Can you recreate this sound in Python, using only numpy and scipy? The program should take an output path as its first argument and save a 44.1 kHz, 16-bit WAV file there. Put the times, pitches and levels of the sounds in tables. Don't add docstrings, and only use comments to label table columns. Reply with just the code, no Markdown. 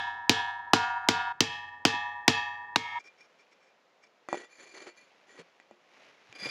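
import sys
import numpy as np
from scipy import signal
from scipy.fft import rfft, irfft, next_fast_len
from scipy.io import wavfile
from scipy.ndimage import uniform_filter1d, minimum_filter1d

SR = 44100
rng = np.random.default_rng(int(sys.argv[2]) if len(sys.argv) > 2 else 0)


def inscribe(sig):
    pcm = np.round(np.clip(np.atleast_2d(sig).T, -1, 1) * 32767)
    wavfile.write(sys.argv[1], SR, pcm.astype(np.int16))


N = 286650
TIME = np.arange(N) / SR
RING_DROP_S, SCENE_JUMP_S = 1.323, 2.992

# t/s, struck spot, ring level/dB, brightness/(dB per octave), weight/dB, hardness/dB
BLOWS = [(-0.125, "crown", -0.5, 0, -5.5, 5.5), (0.2945, "crown", -0.5, -1, -8.5, 1.5),
         (0.7340, "shoulder", 1.5, 0, 6.5, -2.5), (1.0867, "shoulder", -0.5, 1, 2, 1),
         (1.4055, "rim", -4.5, 0, -10, 1), (1.8513, "rim", 3.5, -2.5, 1, -0.5),
         (2.2793, "rim", 1.5, -1, 0.5, 3), (2.7590, "side", 2, 1.5, 9.5, 8.5)]
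SPOTS = ["crown", "shoulder", "rim", "side"]
# f/Hz, t60/s, then level/dB for each of the SPOTS
SHELL_MODES = [(720, 1.1, -37, -34, -44, -45), (767, 1.4, -43, -34, -70, -70),
               (798, 1.3, -34, -40, -70, -42), (828, 1.4, -70, -70, -34, -46), (859, 2, -51, -51, -48, -41),
               (944, 1.8, -31, -33, -70, -34), (951, 1.8, -38, -29, -60, -33),
               (961, 1.8, -53, -42, -37, -41), (970, 1.8, -35, -38, -36, -37),
               (980, 1.5, -36, -36, -63, -58), (1178, 1.2, -41, -35, -37, -41),
               (1283, 0.9, -51, -46, -47, -38), (1311, 2, -45, -42, -70, -51),
               (1425, 1.2, -42, -29, -70, -70), (1612, 1.2, -34, -33, -66, -63),
               (1690, 0.9, -40, -46, -37, -37), (1711, 1.3, -27, -33, -70, -61),
               (1727, 1.2, -70, -46, -33, -70), (1811, 1.2, -51, -48, -36, -43),
               (1821, 1.5, -34, -42, -68, -38), (1834, 1.6, -70, -52, -31, -38),
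               (1891, 0.8, -45, -40, -53, -49), (2104, 0.9, -58, -47, -47, -37),
               (2179, 0.8, -37, -40, -42, -29), (2270, 0.7, -58, -48, -58, -34),
               (2478, 0.55, -39, -41, -36, -39), (2610, 0.7, -37, -35, -27, -45),
               (3008, 0.5, -34, -36, -55, -57), (3243, 0.55, -33, -46, -42, -34),
               (3298, 0.6, -50, -49, -30, -54), (3525, 0.55, -35, -48, -47, -43),
               (3737, 0.55, -35, -48, -40, -48)]
# f/Hz, level/dB, t60/s
THUD_MODES = [(89.6, -51.5, 1.2), (100.6, -27, 0.2), (140, -16.5, 0.044), (185, -25.5, 0.066),
              (246, -15, .10), (289, -12, 0.069), (379.4, -13, 0.044), (450, -22, 0.18)]
# f/Hz, relative level/dB
SHIMMER = [(2000, -9.5), (2500, 2.5), (3300, 11), (4500, -0.5), (7000, -9), (8500, -25), (12000, -24)]
CLANK = [(400, -33), (620, -11), (850, -1.5), (1300, -6), (1700, -9), (2600, -24)]
CRACK = [(900, -24), (1600, -8), (2600, 0), (4200, -4.5), (5500, -9.5), (8000, -34.5)]
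FIZZ = [(3000, -23.5), (4800, 3), (7000, 1.5), (8600, -15), (12000, -20), (16000, -23)]
YARD = [(40, -19.5), (120, 2.5), (300, -4), (560, -6.5), (900, -0.5), (1600, -5), (3000, -0.5),
        (5000, -1.5), (7000, -8.5), (8700, -24.5), (11000, -29), (16000, -51)]
YARD_AIR = [(30, -14), (90, 0), (200, -2), (500, -3), (1500, -9), (4000, -22), (7000, -31), (9000, -42),
            (16000, -52)]
# t/s, level/dB
ROCKING = [(1.937, -28.5)]

# t/s, length/s, level/dB
NUDGES = [(2.989, 0.028, -49), (3.038, .05, -50.5), (3.175, .09, -55), (3.384, 0.057, -59),
          (3.509, 0.033, -58), (3.596, 0.129, -63), (4.018, 0.058, -55)]
CONTACTS = ["nudge", "set", "slide", "push"]
# f/Hz, width/Hz, then level/dB for each of the CONTACTS
BRICK_MODES = [(1939, 17.7, -27, 9.5, -21, -34.5), (1994, 11, -25, -1, -1.5, -11),
               (2390, 23, 9, 5.5, 6.5, 5), (3480, 28, -12, -2.5, -11.5, -2), (4420, 44, -27, -2, 0.5, -21),
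               (4847, 60, -10.5, -5, -4, 7), (5530, 220, -0.5, -21, -23, -10.5),
               (6430, 340, -6, -2, -1.5, -7.5), (7100, 42, -19, -1, -2.5, -14),
               (9850, 510, -23, -9.5, -11.5, -14)]
# f/Hz, relative level/dB
GRIT = [(500, -29), (1200, 5.5), (2500, 13.5), (3600, -4.5), (4500, -8), (7200, 9.5), (8200, 5),
        (9000, -24), (10500, -7), (13000, -15), (16000, -28)]
RUMBLE = [(40, -35), (130, -42), (250, -6.5), (360, 5.5), (600, -3), (1100, -12), (2200, -9)]
SITE_AIR = [(40, -35), (100, -18.5), (170, -6.5), (280, -7.5), (520, 2), (900, -2.5), (2300, -8.5),
            (4000, -14.5), (7000, -22.5), (8800, -41.5), (10500, -35), (16000, -45)]
CLOTH = [(100, -12), (220, -5), (600, -0.5), (1300, -3.5), (2400, 0), (3500, -8), (6500, -15.5),
         (8800, -37), (10500, -29), (16000, -59)]
# t/s, length/s, level/dB, weight on the bed/dB, contact
STROKES = [(4.285, 0.19, -49, 8, "set"), (4.488, 0.12, -57, -29, "slide"),
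           (4.575, 0.18, -51.5, -1.5, "slide"), (4.736, .19, -50.5, 4.5, "slide"),
           (4.956, 0.138, -60, -20.5, "slide"), (5.268, 0.157, -58.5, 4.5, "set"),
           (6.348, 0.058, -46.5, 0, "push"), (6.385, 0.19, -38.5, -10.5, "push")]
# middle t/s, level/dB
SEATINGS = [(4.88, -55), (5.399, -55), (6.464, -51)]
# middle t/s, half length/s, level/dB
ARM_MOVES = [(3.2, 0.42, -69), (4.55, 0.28, -71), (5.256, 0.42, -67), (6.026, 0.1, -60), (6.45, 0.15, -57)]
# t/s, level/dB, clack f/Hz (lower is softer), contact
KNOCKS = [(4.2874, -19.5, 1210, "set"), (4.3287, -12, 914, "set"), (4.8700, -34, 635, "slide"),
          (5.6000, -36.5, 1930, "set"), (5.7110, -37.5, 629.3, "set"), (6.3270, -28, 2700, "nudge")]
# f/Hz, level/dB, t60/s
STACK_MODES = [(354.6, -21, 0.28), (601, -19, 0.06), (780, -11, 0.019), (1100, -21, 0.016)]
# t/s, level/dB, f/Hz
BUMPS = [(5.393, -50.5, 172), (5.712, -57.5, 214), (6.293, -57, 120), (6.423, -43.5, 200),
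         (6.461, -43, 139)]


def from_db(db):
    return 10 ** (np.asarray(db) / 20)


def rms_one(x):
    return x / np.sqrt(np.mean(x ** 2) + 1e-20)


def at_hz(points, hz):
    f, value = np.transpose(points)
    return np.interp(np.log(np.maximum(hz, 1)), np.log(f), value)


def coloured(x, spectrum):
    size = next_fast_len(len(x))
    hz = np.arange(size // 2 + 1) * SR / size
    skirts = np.minimum(hz / spectrum[0][0], 1) * np.minimum(spectrum[-1][0] / (hz + 1), 1) ** 2
    shaped = rfft(x, size) * from_db(at_hz(spectrum, hz)) * skirts
    return rms_one(irfft(shaped, size)[:len(x)])


def noise(spectrum, size):
    return coloured(rng.standard_normal(size), spectrum)


def high_pass(x, hz):
    return signal.sosfilt(signal.butter(2, hz, "high", fs=SR, output="sos"), x)


def low_pass(x, hz, order):
    return signal.sosfilt(signal.butter(order, hz, fs=SR, output="sos"), x)


def decay(t, t60):
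    return np.exp(-np.log(1000) * t / t60)


def click(t):
    return 1. * (t == 0)


def ring(x, hz, t60):
    radius, angle = decay(1 / SR, t60), 2 * np.pi * hz / SR
    return signal.lfilter([0, np.sin(angle)], [1, -2 * radius * np.cos(angle), radius ** 2], x + 1e-18)


def flutter(t, per_s, depth_db):
    knots = np.arange(0, t[-1] + 1 / per_s, 1 / per_s)
    return from_db(depth_db * np.interp(t, knots, rng.normal(size=len(knots))))


def add(out, s, sound):
    at = round(s * SR)
    part = sound[max(-at, 0):N - at]
    out[max(at, 0):max(at, 0) + len(part)] += part


def shell_ring(t, spot, db_per_octave):
    out = 0
    for hz, t60, *levels in SHELL_MODES:
        db = levels[SPOTS.index(spot)] + db_per_octave * np.log2(hz / SHELL_MODES[0][0])
        out += rng.choice([-1, 1]) * from_db(db) * ring(click(t), hz, t60)
    return out


def shimmer(t, t60_at_3k=0.56, chance_db=6.5, count=64):
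    pitches = np.geomspace(2300, 12000, count) * np.exp(.008 * rng.normal(size=count))
    levels = at_hz(SHIMMER, pitches) + chance_db * np.clip(rng.normal(size=count), -2, 1.5)
    gains = rms_one(from_db(levels)) * rng.choice([-1, 1], count) / np.sqrt(count)
    t60s = t60_at_3k * (3000 / pitches) ** 0.1
    return sum(gain * ring(click(t), hz, t60) for gain, hz, t60 in zip(gains, pitches, t60s))


def chatter(t, spectrum, hold_s, t60, attack_s=0.0007):
    shape = np.minimum(t / attack_s, 1) * decay(np.maximum(t - hold_s, 0), t60)
    burst = noise(spectrum, len(t)) * shape
    return burst * np.sqrt(np.sum(shape ** 2) / np.sum(burst ** 2))


def thud(t, lag_s=0.0017):
    late = np.maximum(t - lag_s, 0)
    return sum(from_db(db) * decay(late, t60) * np.sin(2 * np.pi * hz * late) * (-1) ** (k // 2)
               for k, (hz, db, t60) in enumerate(THUD_MODES))


def yard_scatter(t):
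    splash = from_db(-17) * noise(YARD, len(t)) * decay(t, t60=0.16)
    dull = low_pass(noise(YARD, len(t)), hz=5000, order=2)
    return splash + from_db(-27.5) * dull * decay(t, t60=0.37)


def hammering():
    out = np.zeros(N)
    ends = [row[0] for row in BLOWS[1:]] + [SCENE_JUMP_S]
    for (s, spot, ring_db, db_per_octave, weight_db, hardness_db), end in zip(BLOWS, ends):
        t = np.arange(round((end - s) * SR)) / SR
        steel = from_db(ring_db) * shell_ring(t, spot, db_per_octave)
        steel += from_db(-29.5 + 0.3 * hardness_db - 0.2 * weight_db) * shimmer(t)
        clank = from_db(-5.5 + weight_db) * chatter(t, CLANK, hold_s=0.00069, t60=0.021)
        crack = from_db(-3.5 + hardness_db) * chatter(t, CRACK, hold_s=0.0017, t60=0.014)
        fizz = from_db(-6.5 - 0.42 * weight_db) * chatter(t, FIZZ, hold_s=0.00033, t60=0.015)
        body = from_db(0.97) * high_pass(thud(t), hz=69.5)
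        steel *= flutter(t, per_s=70, depth_db=0.95)
        blow = steel + clank + crack + fizz + body + yard_scatter(t)
        if s < RING_DROP_S < end:
            blow *= from_db(-14 * np.clip((s + t - RING_DROP_S) / .004, 0, 1))
        fade_out = np.clip((end - s - t) / .005, 0, 1)
        add(out, s, blow * fade_out)
    return out


def rocking():
    out, t = np.zeros(N), np.arange(SR // 3) / SR
    for s, db in ROCKING:
        add(out, s, from_db(db) * high_pass(thud(t), hz=120))
    return out


def grains(size, per_s=3000, spread_db=2.5):
    heights = from_db(spread_db * np.minimum(rng.exponential(1, size), 4)) * rng.choice([-1, 1], size)
    return rms_one(heights * (rng.random(size) < per_s / SR))


def brick_ring(x, contact):
    out = 0
    for hz, width, *levels in BRICK_MODES:
        even_power = 2 * np.sqrt(np.pi * width / SR)
        t60 = np.log(1000) / (np.pi * width)
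        out += from_db(levels[CONTACTS.index(contact)]) * even_power * ring(x, hz, t60)
    return out


def rub(length, contact, attack_s, release_s, weight_db):
    t = np.arange(round(length * SR) + SR // 10) / SR
    push = np.clip(np.minimum(t / attack_s, (length - t) / release_s), 0, 1) ** 0.56
    sand = grains(len(t)) * flutter(t, per_s=90, depth_db=3.5)
    hiss = from_db(-14) * coloured(sand, GRIT)
    rumble = from_db(-8 + weight_db) * coloured(sand, RUMBLE)
    return (hiss + rumble) * push + from_db(-13.5) * brick_ring(sand * push, contact)


def scrapes(nudge_rise_share=0.338, seating_s=0.05):
    out = np.zeros(N)
    for s, length, db in NUDGES:
        rise_s = nudge_rise_share * length
        nudge = rub(length, "nudge", rise_s, length - rise_s, weight_db=-9.5)
        add(out, s, from_db(db) * nudge)
    for s, length, db, weight_db, contact in STROKES:
        stroke = rub(length, contact, attack_s=0.029, release_s=0.11, weight_db=weight_db)
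        add(out, s, from_db(db) * stroke)
    half_s = seating_s / 2
    for s, db in SEATINGS:
        seating = rub(seating_s, "slide", half_s, half_s, weight_db=15)
        add(out, s - half_s, from_db(db) * seating)
    return high_pass(out, hz=134)


def sleeves(t):
    swell = sum(from_db(db) * np.exp(-((t - s) / half_s) ** 2 / 2) for s, half_s, db in ARM_MOVES)
    return swell * coloured(grains(len(t)), CLOTH)


def with_bounces(rows, above_db=-17, first_gap_s=0.0153):
    for s, db, clack_hz, contact in rows:
        yield s, db, clack_hz, contact
        if db > above_db:
            for k in range(2):
                s += first_gap_s * 0.4 ** k
                db -= 8.5
                clack_hz *= 0.85
                yield s, db, clack_hz, contact


def knocks():
    out, t = np.zeros(N), np.arange(SR // 4) / SR
    tap = click(t)
    for s, db, clack_hz, contact in with_bounces(KNOCKS):
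        clack = 0.62 * ring(tap, clack_hz, t60=7.4 / clack_hz)
        weight = min(900 / clack_hz, 1) ** 2
        stack = weight * sum(from_db(level) * ring(tap, hz, t60) for hz, level, t60 in STACK_MODES)
        splash = from_db(-21) * noise(GRIT, len(t)) * decay(t, t60=0.0088)
        knock = clack + stack + splash + from_db(-11) * brick_ring(tap, contact)
        pole = np.exp(-2 * np.pi * (2500 + clack_hz) / SR)
        cushioned = signal.lfilter([1 - pole], [1, -pole], knock)
        add(out, s, from_db(db) * high_pass(cushioned, hz=260))
    return out


def bumps():
    out, t = np.zeros(N), np.arange(SR // 3) / SR
    for s, db, hz in BUMPS:
        add(out, s, from_db(db) * high_pass(ring(click(t), hz, t60=0.13), hz=110))
    return out


def scene():
    jump = round(SCENE_JUMP_S * SR)
    yard_air = from_db(-67) * noise(YARD_AIR, jump)
    site_air = from_db(-67.5) * noise(SITE_AIR, N - jump)
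    site_background = high_pass(site_air + sleeves(TIME[jump:]), hz=128)
    background = np.concatenate([yard_air, site_background])
    bricks = low_pass(scrapes() + knocks(), hz=11600, order=4)
    return (hammering() + rocking() + bricks + bumps() + background)[None]


def limiter(x, threshold_db=-0.87, release_db_per_s=75, ahead_s=0.0027):
    over_db = np.maximum(20 * np.log10(np.abs(x) + 1e-9) - threshold_db, 0)
    climb_db = release_db_per_s * TIME
    duck_db = np.maximum.accumulate(over_db + climb_db, axis=-1) - climb_db
    ahead = round(ahead_s * SR)
    gain_db = uniform_filter1d(minimum_filter1d(-duck_db, 2 * ahead + 1), ahead)
    return x * from_db(gain_db)


def record(dry, ceiling=0.64, stopband_hz=17000):
    rounded = ceiling * np.tanh(limiter(dry) / ceiling)
    top_cut = signal.cheby2(16, 70, stopband_hz, fs=SR, output="sos")
    return signal.sosfilt(top_cut, rounded)


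dry = scene()
out = record(dry)
inscribe(out)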